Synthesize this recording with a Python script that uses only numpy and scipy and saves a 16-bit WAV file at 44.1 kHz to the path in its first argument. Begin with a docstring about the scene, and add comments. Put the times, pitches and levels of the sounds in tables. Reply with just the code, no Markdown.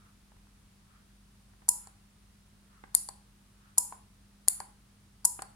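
"""In a small hard room, a finger works a push button on a circuit board lying on a wooden table.
The fingertip nudges the board with dull knocks, then presses five times, snapping the button's metal dome.
About 5 ms after each press a relay (a magnet-driven switch) clicks, by turns pulling in with a double
blow and dropping out with one; then the button springs back. The room rings after every click,
over a faint hum, hiss and swelling rustle."""
import sys
import numpy as np
from scipy import signal
from scipy.fft import rfft, irfft
from scipy.io import wavfile
from scipy.ndimage import uniform_filter1d

SR = 44100
rng = np.random.default_rng(int(sys.argv[2]) if len(sys.argv) > 2 else 0)


def waveform_to_disk(signal):
    """Save audio, clipped to [-1, 1], as 16-bit WAV at the path in sys.argv[1]."""
    frames = np.transpose(np.atleast_2d(signal))
    scaled = np.clip(frames, -1, 1) * 32767
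    samples = np.round(scaled).astype(np.int16)
    wavfile.write(sys.argv[1], SR, samples)


N = 244755
T = np.arange(N) / SR

# tones of the board on the table: pitch_hz, level_db, ring_s, left_minus_right_db
BOARD_TONES = [(427, -21.5, 0.051, -2), (776, -7.5, 0.066, 5.5), (840, 0, 0.027, 4), (1008, 3, 0.021, 3),
               (1363, -11.5, 0.0084, -4), (2010, -21, 0.023, -3.5)]
# the table top's many short, crowded tones: pitch_hz, level_db
TABLE_COLOUR = [(100, -13.5), (300, -3.5), (550, -6), (850, -3), (1600, -3.5), (2400, -14), (3400, -22),
                (8000, -42.5)]
# the crowded tones of the small parts in button and relay: pitch_hz, level_db
PARTS_COLOUR = [(300, -24.5), (1500, -35.5), (3200, -40.5), (4400, -21.5), (6000, -6), (7500, 6.5),
                (10000, 0.5), (12000, -4), (13200, -17.5), (15000, -20), (16500, -26.5)]
# the finger's presses: down_s, up_s, release_knock_db, release_snap_db
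BUTTON_PRESSES = [(1.6833, 1.872, -55, -52), (2.9444, 3.0883, -44.5, -39), (3.776, 3.924, -42, -60),
                  (4.478, 4.6021, -39, -41), (5.2456, 5.4207, -41, -39.5)]


def undb(db):
    """Turn decibels into a gain to multiply by."""
    return 10 ** (np.asarray(db) / 20)


def along(hz, points):
    """Read between (pitch_hz, value) points, with octaves evenly spaced."""
    pitches, values = np.transpose(points)
    return np.interp(np.log(hz + 1), np.log(pitches), values)


def noise(colour, size):
    """Unrelated left and right noises of strength 1, shaped by (pitch_hz, level_db) points."""
    gain = undb(along(np.arange(size // 2 + 1) * SR / size, colour))
    shaped = irfft(rfft(rng.standard_normal((2, size))) * gain, size)
    return shaped / shaped.std()


def drift(rate_hz):
    """A smooth random wander, mostly between -1 and 1."""
    hold = int(SR / rate_hz)
    steps = np.repeat(rng.standard_normal(N // hold + 1), hold)
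    return 1.3 * uniform_filter1d(uniform_filter1d(steps, hold), hold)[:N]


def fade(t, ring_s):
    """Die away by 60 dB in ring_s seconds."""
    return np.exp(-np.log(1000) * t / ring_s)


def even_out(click):
    """Give a click the energy of 10 ms of sound at strength 1."""
    return click / np.sqrt(np.sum(click ** 2) / (2 * .01 * SR))


def add(out, start_s, sound):
    """Mix a sound into out at start_s."""
    i = max(int(round(start_s * SR)), 0)
    out[:, i:i + sound.shape[1]] += sound[:, :out.shape[1] - i]


def air():
    """Steady rumble and hiss; the low notes are alike left and right, the high ones are not."""
    # shape of the noise: pitch_hz, level_db
    colour = [(18, -22.5), (45, -6), (70, -9), (100, -6.5), (190, -11.5), (280, -18), (550, -26),
              (1200, -24), (2200, -28), (4400, -29), (7200, -32), (8700, -30.5), (9700, -28.5),
              (11200, -35), (16000, -41)]
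    # how alike the two sides are: pitch_hz, likeness (0 to 1)
    likeness = [(60, 1), (200, 0.83), (600, 0.2), (1500, 0.14), (6000, 0.054)]
    mid, side = rfft(noise(colour, N))
    alike = np.clip(along(np.arange(len(mid)) * SR / N, likeness), 0, 1)
    mid, side = mid * np.sqrt((1 + alike) / 2), side * np.sqrt((1 - alike) / 2)
    return undb(-63) * irfft(np.array([mid + side, mid - side]), N)


def hum():
    """Three low tones waver in loudness and pitch."""
    # tones of the hum: pitch_hz, level_db, waver_db
    tones = [(49.4, -66, 2.5), (95, -72, 3), (200.2, -67.5, 0.5)]
    out = np.zeros(N)
    for hz, level_db, waver_db in tones:
        peak = np.sqrt(2) * undb(level_db + waver_db * np.tanh(drift(12)))
        out += peak * np.sin(2 * np.pi * hz * T + .35 * waver_db * drift(7.3))
    return out


def rustle(first_s=.045, every_s=.905, width_s=.055, peak_db=-67.5):
    """A faint rustle near 1.3 kHz swells at a steady beat."""
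    # shape of the rustle: pitch_hz, level_db
    colour = [(500, -29.5), (1100, -7.5), (1310, -0.5), (1600, -9), (3000, -21.5), (8000, -41)]
    swells = sum(np.exp(-.5 * ((T - s) / width_s) ** 2) for s in np.arange(first_s, T[-1], every_s))
    return undb(peak_db) * swells * noise(colour, N)


def strike(tones, colour, crack_db, crack_s, rise_s, spread_rad, blows=((0, 0, 1),)):
    """A struck object rings with clear tones, while its crowded tones blur into a noisy crack."""
    t = T[:SR // 8]
    hz, level_db, ring_s, pan_db = np.transpose(tones)[:, :, None]
    side = np.array([.5, -.5])[:, None, None]
    # each tone reaches the two microphones out of step by spread_rad
    phase = rng.uniform(0, 2 * np.pi, hz.shape) + side * spread_rad * rng.choice([-1, 1], hz.shape)
    swing, rattle = 0, 0
    for delay_s, blow_db, ring_share in blows:
        age = np.maximum(t - delay_s, 0)
        contact = undb(blow_db) * (1 - np.exp(-age / rise_s)) ** 2
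        swing = swing + contact * fade(age, ring_share * ring_s)
        rattle = rattle + contact * fade(age, crack_s)
    ring = np.sum(undb(level_db + side * pan_db) * swing * np.sin(2 * np.pi * hz * t + phase), axis=1)
    crack = noise(colour, len(t)) * rattle
    return even_out(even_out(ring) + undb(crack_db) * even_out(crack))


def fingertip():
    """The fingertip shifts the board on the table with flat, dull knocks."""
    # nudges of the board: start_s, level_db
    nudges = [(0.318, -63), (0.365, -67), (0.469, -69), (1.534, -65.5), (1.619, -61), (2.8379, -47.5),
              (5.3905, -43), (5.393, -48.5)]
    out = np.zeros((2, N))
    for start_s, level_db in nudges:
        knock = strike(BOARD_TONES, TABLE_COLOUR, crack_db=5, crack_s=.024, rise_s=.00035, spread_rad=.48)
        add(out, start_s, undb(level_db) * knock)
    return out


def room(source, build_s=.0087, late_s=.24):
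    """The walls answer with a blurred echo that dies soonest in the highest treble."""
    # the room's echo: pitch_hz, level_db, ring_s
    bands = [(200, -5, 0.32), (887, -5, .42), (2030, -5, 0.36), (4490, -9.5, 0.48), (6896, -12.5, .41),
             (10000, -11, 0.43), (13200, -10, .3), (16000, -10.5, .25)]
    bands, t = np.array(bands), T[:SR * 3 // 4]
    hz, slice_s, slices = signal.stft(rng.standard_normal((2, 2, len(t))), SR, nperseg=256)
    level_db = along(hz, bands[:, [0, 1]])[:, None]
    ring_s = along(hz, bands[:, [0, 2]])[:, None]
    gain = undb(level_db) * np.sqrt(np.log(1000) / (ring_s * SR)) * fade(slice_s, ring_s)
    echo = signal.istft(slices * gain, SR)[1][..., :len(t)]
    echo *= 1 - np.exp(-(t / build_s) ** 2)
    echo *= np.exp(-(t / late_s) ** 3)  # the end falls away faster
    # both sides of the source reach both microphones
    return signal.fftconvolve(source[None], echo, axes=2).sum(axis=1)[:, :N]


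def button(press_db=-46):
    """The metal dome snaps down and springs back, each time knocking the board against the table."""
    # tones of the dome: pitch_hz, level_db, ring_s, left_minus_right_db
    dome = [(4450, -3.5, 0.018, 6), (4850, -3, 0.0084, 5.5), (5832, -10, .01, -2), (7000, -0.5, 0.015, 2.5),
            (8000, 0.5, .013, 0), (9100, 1.5, .012, 0.5), (9544, -3, 0.025, 6), (10000, -4.5, .014, 0),
            (11000, -7.5, .016, -2.5), (14200, -14.5, .008, -9)]
    out = np.zeros((2, N))
    for down_s, up_s, up_knock_db, up_snap_db in BUTTON_PRESSES:
        # the dome always gives way at the same force, so only the releases vary in level
        for start_s, knock_db, snap_db in (down_s, press_db, press_db), (up_s, up_knock_db, up_snap_db):
            knock = strike(BOARD_TONES, TABLE_COLOUR,
                           crack_db=-6, crack_s=.039, rise_s=.0003, spread_rad=.41)
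            snap = strike(dome, PARTS_COLOUR, crack_db=-5.5, crack_s=.014, rise_s=.0001, spread_rad=1.2)
            add(out, start_s, undb(knock_db) * knock + undb(snap_db) * snap)
    return out


def relay_pull_in(level_db, crack_db, travel_s=.0048):
    """On presses 1, 3 and 5 the magnet pulls an iron arm in: the contact hits, then the arm hits the core."""
    # tones of the closed relay, the long ones from its spring:
    # pitch_hz, level_db, ring_s, left_minus_right_db
    tones = [(475, -33, .02, 7.5), (780, -27.5, .02, 7.5), (878, -25, 0.034, 11.5), (966, -29, 0.16, 3),
             (4320, -21, 0.015, 4), (4950, -21, .009, 6.5), (5190, -9, 0.013, 5), (6220, -20.5, .014, 1.5),
             (6436, -15, 0.026, 4.5), (7220, -27, 0.088, -12), (6966, -5, .025, -0.5),
             (7000, -10.5, 0.04, -1), (7770, -9.5, 0.012, -1.5), (8230, -22.5, 0.083, -3.5),
             (8560, -10.5, .014, 14.5), (8100, -29.5, .08, 4.5), (9010, -5.5, 0.017, 11),
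             (9036, -4.5, .015, 7.5), (9666, -8.5, 0.009, 10), (10120, 5.5, .017, 1),
             (10790, -2.5, 0.028, 3.5), (11000, -10, .035, -4), (11360, -6.5, 0.01, 0),
             (12340, -12, .012, -14), (14000, -17.5, 0.017, 2.5), (14750, -20.5, .016, 5.5)]
    # the two blows: delay_s, level_db, share_of_ring_time
    blows = [(0, 1, .38), (0.0024, 0, 1)]
    out = np.zeros((2, N))
    click = strike(tones, PARTS_COLOUR, crack_db, crack_s=.008, rise_s=.00027, spread_rad=1.4, blows=blows)
    for down_s, *_ in BUTTON_PRESSES[::2]:
        add(out, down_s + travel_s, undb(level_db) * click)
    return out


def relay_drop_out(level_db, crack_db, travel_s=.0052):
    """On presses 2 and 4 the spring throws the arm back against its stop in one blow."""
    # tones of the open relay: pitch_hz, level_db, ring_s, left_minus_right_db
    tones = [(940, -46.5, 0.0086, 6.5), (2020, -30, 0.0084, -4), (4450, -12.5, 0.0058, 2.5),
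             (4730, -22.5, .01, 1.5), (5350, -19, 0.0055, -3), (7000, -12.5, 0.011, 3),
             (7240, -14.5, 0.011, 6), (7910, -19, 0.003, 9), (9540, -6.5, 0.0064, 2),
             (9480, -5.5, 0.015, 8), (9820, 0, 0.0061, 14), (11540, -3.5, 0.0056, -1.5),
             (12060, -19, .009, -15), (14000, -26.5, .011, 4)]
    out = np.zeros((2, N))
    for down_s, *_ in BUTTON_PRESSES[1::2]:
        click = strike(tones, PARTS_COLOUR, crack_db, crack_s=.014, rise_s=.00017, spread_rad=.71)
        add(out, down_s + travel_s, undb(level_db) * click)
    return out


def scene():
    """Clicks close to the microphones, their echo and the quiet room."""
    finger = button() + fingertip()
    near = finger + relay_pull_in(level_db=-16, crack_db=-6) + relay_drop_out(level_db=-15.5, crack_db=-10)
    to_walls = undb(-1) * finger  # the hand covers the button
    # sound from every face of the relay's case reaches the walls, so they get more crack
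    to_walls += relay_pull_in(level_db=-14.5, crack_db=-1.9)
    to_walls += relay_drop_out(level_db=-15.5, crack_db=-5.9)
    return near + room(to_walls) + air() + hum() + rustle()


def record(dry):
    """Clip at full scale and cut the treble above 15.9 kHz."""
    treble_cut = signal.ellip(8, .2, 70, 15900, fs=SR, output="sos")
    return signal.sosfilt(treble_cut, np.clip(dry, -1, 1))


dry = scene()
out = record(dry)
waveform_to_disk(out)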